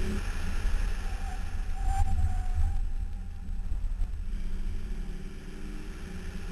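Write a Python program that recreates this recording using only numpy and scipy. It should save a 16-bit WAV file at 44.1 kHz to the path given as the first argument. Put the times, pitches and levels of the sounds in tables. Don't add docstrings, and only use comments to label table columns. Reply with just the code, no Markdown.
import sys
import numpy as np
from scipy import signal
from scipy.fft import rfft, irfft
from scipy.io import wavfile
from scipy.ndimage import uniform_filter1d

SR = 44100
rng = np.random.default_rng(int(sys.argv[2]) if len(sys.argv) > 2 else 0)


def generate_wav(signal):
    frames = np.transpose(np.atleast_2d(signal))
    scaled = np.clip(frames, -1, 1) * 32767
    pcm = np.round(scaled).astype(np.int16)
    wavfile.write(sys.argv[1], SR, pcm)


N = 287091
TIME, FREQ = np.arange(N) / SR, np.arange(N // 2 + 1) * SR / N

# time in seconds, four-stroke cycle rate in Hz.
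ENGINE_REVS = [(0, 33.7), (.16, 34.5), (.4, 33.5), (4.2, 15.6), (4.7, 17.15), (5.1, 18.15), (5.5, 18.4),
               (6.51, 20.6)]
# down and lifted in seconds, exhaust gain in dB, rasp level in dB.
PEDAL_PRESSES = [(-.3, 0.154, -36.8, -53.5), (4.2, 6.6, -50.5, -60.5)]
# multiple of the cycle rate, relative level in dB.
FIRING_ORDERS = [(3, 19.5), (5, 1.5), (6, 1), (7, -3), (8, 4.5), (9, -4), (10, -1.5), (11, 1), (12, 1.5),
                 (13, -1), (14, -2.5), (15, -8), (16, 8), (17, -12), (18, -0.5), (19, -0.5), (20, -1.5),
                 (21, -2), (22, -5.5), (23, -6), (24, -5)]
# centre in Hz, width in Hz, gain in dB.
EXHAUST_MODES = [(146.6, 25, -8.5), (180.9, 10.2, -0.5), (208.2, 11.4, -1), (302.5, 12.4, -9.5),
                 (379.5, 41, -5.8)]
# centre in Hz, width in Hz, gain in dB.
RASP_BANDS = [(1670, 450, -3), (2317, 170, -1), (3100, 480, -3)]
# start and end in seconds, level at each in dB, pitch at each in Hz.
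TYRE_SLIPS = [(0.999, 1.72, -55.5, -57.5, 770.6, 763), (1.22, 1.26, -51.5, -49, 764.3, 759.6),
              (1.293, 1.346, -45, -47, 759.7, 762), (1.78, 1.878, -47.5, -45, 770.8, 758),
              (1.91, 1.996, -38, -33, 770, 797), (2.09, 2.105, -40.5, -41.5, 775, 780),
              (2.198, 2.569, -46.5, -50.5, 750, 733), (2.62, 2.8, -49.5, -57, 775, 787),
              (2.875, 3.9, -62.5, -71, 783.5, 793), (4.01, 4.06, -62, -62, 720, 738),
              (4.88, 5.2, -70, -67, 797, 797)]
# harmonic number, relative level in dB.
SQUEAL_HARMONICS = [(1, 1.5), (2, -16.5), (3, -25.5), (4, -29)]
# start and end in seconds, level in dB, centre in Hz.
TYRE_SCRUBS = [(2.273, 2.62, -58, 1380), (3.654, 4.06, -64.5, 790), (4.4, 5.1, -66, 805)]
# time in seconds, relative level in dB.
WIND_BED = [(0, -30), (.33, -30), (.72, -23.5), (1.05, -30), (1.3, -32), (1.6, -28.5), (2.15, -26.5),
            (2.45, -26.5), (2.75, -24.5), (3.05, -31.5), (3.4, -36.5), (4.2, -31), (4.55, -27.5),
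            (5.1, -32.5), (5.4, -39), (5.7, -34), (6, -39), (6.51, -33.5)]
# time in seconds, relative level in dB.
WIND_GUSTS = [(.04, -26.5), (1.89, -23), (2.02, -23), (2.11, -24), (2.21, -26.5), (2.61, -24), (3, -26.5),
              (3.49, -27.5), (3.59, -28.5), (3.72, -22), (3.88, -24), (4.03, -26)]
# frequency in Hz, gain in dB.
EDDY_COLOUR = [(8, -41), (15, -5.5), (23, 1), (30, -8.5), (39, -4), (48, -22.5), (60, -20), (100, -32.5),
               (160, -47.5), (300, -35)]
# time in seconds, speed in metres per second.
ROAD_SPEED = [(0, 23.3), (.25, 25.7), (.75, 24.44), (1.7, 17.3), (2.2, 14.9), (2.8, 11.9), (3.35, 11),
              (4.2, 11.3), (4.6, 12.9), (5.2, 13.7), (6, 17.4), (6.51, 19.1)]
# time in seconds, relative level in dB.
ROAD_DRUM = [(0, -40.5), (1.5, -41), (4.1, -44.5), (5.1, -52), (5.6, -52.5), (6.3, -44.5), (6.51, -47)]
# time in seconds, seconds to die by 20 dB, relative levels in dB of
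ROAD_BUMPS = [(.07, 0.27, -35.5, -50), (.43, 0.3, -41, -44.5), (.72, 0.1, -37, -58), (2, 0.05, -29, -57),
              (2.08, 0.3, -32, -45), (2.21, .28, -28, -53), (2.6, 0.19, -28, -52), (3.12, 0.3, -46, -50),
              (3.45, 0.37, -47.5, -49), (4.039, 0, -34, -60), (4.69, .22, -38.5, -57),
              (6.08, 1, -48.5, -45)]
# centre in Hz, width in Hz, gain in dB.
PANEL_MODES = [(77.8, 17.5, 3.5), (243.3, 52, -28.5)]
# frequency in Hz, gain in dB.
TREAD_COLOUR = [(60, 18.5), (110, 0.5), (145, 7), (240, 9.5), (310, 2), (420, 7), (560, -0.5), (1000, -2),
                (1500, -10), (2050, -20), (2800, -2.5), (3500, -7), (4000, -9.5)]
# centre in Hz, width in Hz, gain in dB.
ARCH_MODES = [(804, 17, 8), (1396, 187, 5), (1715, 140, 6.5), (2430, 166, 1.5), (2660, 96, 2)]
# time in seconds, relative level in dB.
STONE_HITS = [(1.701, -39), (2.598, -42), (2.617, -43), (3.132, -48), (3.314, -47), (3.362, -48),
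              (3.802, -48), (4.95, -44), (5.938, -41), (6.383, -41)]

HOLD_HZ = 8010.5
CAMERA_BAND = FREQ < HOLD_HZ / 2


def engine(burble_db=-12, throb=.33, floor_db=-34, pivot_hz=224):
    cycle_hz, = curves(ENGINE_REVS)
    exhaust_db, rasp_db, tilt = throttle()
    phase = 2 * np.pi * np.cumsum(cycle_hz * (1 + .002 * walk(10))) / SR
    pipe = sum(undb(db) * np.abs(resonance(f, w)) ** 2 for f, w, db in EXHAUST_MODES) + undb(floor_db)
    note = 0
    for order, db in FIRING_ORDERS:
        hz = order * cycle_hz
        dull_db = tilt * np.log2(np.maximum(hz / pivot_hz, 1))
        gain = undb(db + dull_db + 1.3 * walk(10)) * np.interp(hz, FREQ, pipe)
        note = note + np.sqrt(2) * gain * np.sin(order * phase + 2 * np.pi * rng.random())
    puffs = (1 + np.cos(8 * phase)) * (1 + np.cos(3 * phase) / 2)
    burble = undb(burble_db) * unit(puffs * noise(pipe ** 2))
    rasp = undb(rasp_db) * unit((1 + throb * puffs) * noise(resonances(RASP_BANDS) ** 2))
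    return undb(exhaust_db) * (note + burble) + rasp


def throttle(open_s=.15, fall_10_db_s=.038, overrun_db=-69.5, tilt_db_per_octave=-11, load_s=.4):
    exhaust, rasp, tilt = [overrun_db], [], 0
    for down, lifted, exhaust_db, rasp_db in PEDAL_PRESSES:
        opening_db = 20 * np.log10(np.clip((TIME - down) / open_s, 1e-6, 1))
        opening_db -= 10 * np.maximum(TIME - lifted, 0) / fall_10_db_s
        exhaust.append(exhaust_db + opening_db)
        rasp.append(rasp_db + opening_db)
        tilt = np.where(TIME > down, tilt_db_per_octave * np.exp(-np.abs(TIME - down) / load_s), tilt)
    return together(exhaust), together(rasp), tilt


def squeal(loose_wander=.025, locked_wander=.015, lock_db=-39, rough_db=2, waver_db=1.7, scrub_db=-17):
    hz, level_db = slipping()
    lock = 1 / (1 + np.exp((lock_db - level_db) / 2))
    wander = loose_wander + (locked_wander - loose_wander) * lock
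    ribs = 0
    for share in (1, 1 - lock):
        phase = 2 * np.pi * np.cumsum(hz * (1 + wander * walk(45.74))) / SR
        rib = sum(undb(db + rough_db * walk(82)) * np.sin(k * phase) for k, db in SQUEAL_HARMONICS)
        ribs = ribs + share * rib
    scrub = undb(scrub_db) * noise(resonance(1220, 1160) * CAMERA_BAND)
    return undb(level_db + waver_db * (1 - lock) * walk(12)) * (even(ribs, .029) + scrub)


def slipping(attack_s=.0453, release_s=.0356):
    levels, pitches = [], []
    for start, end, start_db, end_db, start_hz, end_hz in TYRE_SLIPS:
        edges_db = swell_db(start, end, attack_s, release_s)
        levels.append(np.interp(TIME, (start, end), (start_db, end_db)) + edges_db)
        pitches.append(np.interp(TIME, (start, end), (start_hz, end_hz)))
    powers = undb(np.maximum(levels, -200)) ** 2
    return np.average(pitches, axis=0, weights=powers), together(levels)


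def scrubbing(width_hz=900, grit_db=-8, edge_s=.12):
    grit = undb(grit_db) * grains(rate=400, spread_db=3)
    out = 0
    for start, end, db, hz in TYRE_SCRUBS:
        rush = noise(resonance(hz, width_hz) ** 2)
        out = out + undb(db + swell_db(start, end, edge_s, edge_s)) * (rush + grit)
    return out


def wind(trim_db=-1, gust_s=.07, cutoff_hz=200, crackle_db=-38.5):
    gusts = [db + swell_db(s, s, gust_s, gust_s) for s, db in WIND_GUSTS]
    level_db = together(curves(WIND_BED) + gusts) + trim_db
    eddies = noise(colour(EDDY_COLOUR) / (1 + (FREQ / cutoff_hz) ** 4))
    buffet = undb(level_db) * even(eddies, .1067)
    crackle = undb(crackle_db) * grains(rate=900, spread_db=3) * np.abs(buffet)
    return buffet + crackle


def body_boom(trim_db=-.5, rise_s=.063):
    jolts = [db + swell_db(s, s, rise_s, fall_s) for s, fall_s, db, _ in ROAD_BUMPS]
    level_db = together(curves(ROAD_DRUM) + jolts) + trim_db
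    panels = sum(undb(db) * np.abs(resonance(f, w)) ** 3 for f, w, db in PANEL_MODES)
    return undb(level_db) * even(noise(panels), .12)


def tyre_ring(centre_hz=184.7, width_hz=31.5, trim_db=-1, rise_s=.063):
    jolts = [db + swell_db(s, s, rise_s, fall_s) for s, fall_s, _, db in ROAD_BUMPS]
    level_db = together([speed_db(cruise_db=-52.5, db_per_decade=13)] + jolts) + trim_db
    return undb(level_db) * even(noise(resonance(centre_hz, width_hz) ** 3), .16)


def tread_noise(flicker_db=.77, crossover_hz=680, grit_db=-71):
    arch = np.hypot(colour(TREAD_COLOUR), resonances(ARCH_MODES)) * CAMERA_BAND
    treble_share = np.sum(arch[FREQ > 1100] ** 2) / np.sum(arch ** 2)
    tread = noise(arch) / np.sqrt(treble_share) * undb(flicker_db * walk(73))
    lows = shape(tread, 1 / (1 + (FREQ / crossover_hz) ** 6))
    roar = undb(speed_db(cruise_db=-51.5, db_per_decade=37.5)) * lows
    hiss = undb(speed_db(cruise_db=-50.5, db_per_decade=52)) * (tread - lows)
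    return roar + hiss + undb(grit_db) * grains(rate=500, spread_db=4)


def stones(decay_s=.001):
    ticks = np.zeros(N)
    fade = np.exp(-TIME[:SR // 100] / decay_s)
    for s, db in STONE_HITS:
        ticks[int(s * SR):][:len(fade)] += undb(db) * rng.standard_normal(len(fade)) * fade
    return 2 * shape(ticks, resonance(2400, 2500))


def speed_db(cruise_db, db_per_decade, cruise_m_s=20):
    return cruise_db + db_per_decade * np.log10(curves(ROAD_SPEED)[0] / cruise_m_s)


def grains(rate, spread_db):
    sizes = undb(spread_db * np.minimum(rng.exponential(size=N), 2)) * rng.standard_normal(N)
    clicks = (rng.random(N) < rate / SR) * sizes
    return unit(shape(clicks, resonance(1270, 6800) * CAMERA_BAND))


def swell_db(start_s, end_s, rise_s, fall_s):
    attack = np.maximum((start_s - TIME) / rise_s, 0)
    release = np.maximum((TIME - end_s) / fall_s, 0)
    return -20 * (attack ** 2 + release ** 2)


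def together(levels_db):
    return 10 * np.log10(sum(10 ** (np.maximum(db, -200) / 10) for db in levels_db))


def undb(db):
    return 10 ** (np.asarray(db) / 20)


def unit(x):
    return x / np.sqrt(np.mean(x ** 2))


def curves(table):
    s, *columns = np.transpose(table)
    return [np.interp(TIME, s, c) for c in columns]


def colour(points):
    hz, db = np.transpose(points)
    return undb(np.interp(np.log(np.maximum(FREQ, 1)), np.log(hz), db))


def resonance(centre_hz, width_hz):
    return 1j * FREQ * width_hz / (centre_hz ** 2 - FREQ ** 2 + 1j * FREQ * width_hz)


def resonances(table):
    return np.sqrt(sum(np.abs(undb(db) * resonance(f, w)) ** 2 for f, w, db in table))


def shape(x, gain):
    return irfft(rfft(x) * gain, N)


def noise(gain):
    return unit(shape(rng.standard_normal(N), gain))


def walk(rate, size=16384):
    hz = np.arange(size // 2 + 1) * SR / N
    slow = irfft(rfft(rng.standard_normal(size)) * np.exp(-(hz / rate) ** 2))
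    return np.interp(TIME, np.arange(size) * N / SR / size, unit(slow))


def even(x, span_s):
    return x / np.sqrt(uniform_filter1d(x ** 2, int(span_s * SR) + 1) + 1e-6)


def scene():
    driving = engine() + wind() + body_boom() + tyre_ring() + tread_noise()
    return (driving + scrubbing() + squeal() + stones())[None]


def record(dry, jitter_ticks=.029, jitter_hz=450, top_hz=12650):
    narrow = shape(dry[0], CAMERA_BAND)
    ticks = np.floor(TIME * HOLD_HZ + jitter_ticks * walk(jitter_hz))
    held = np.interp(ticks / HOLD_HZ, TIME, narrow)
    lowpass = signal.ellip(12, .1, 80, top_hz, fs=SR, output="sos")
    return signal.sosfiltfilt(lowpass, held)[None]


dry = scene()
out = record(dry)
generate_wav(out)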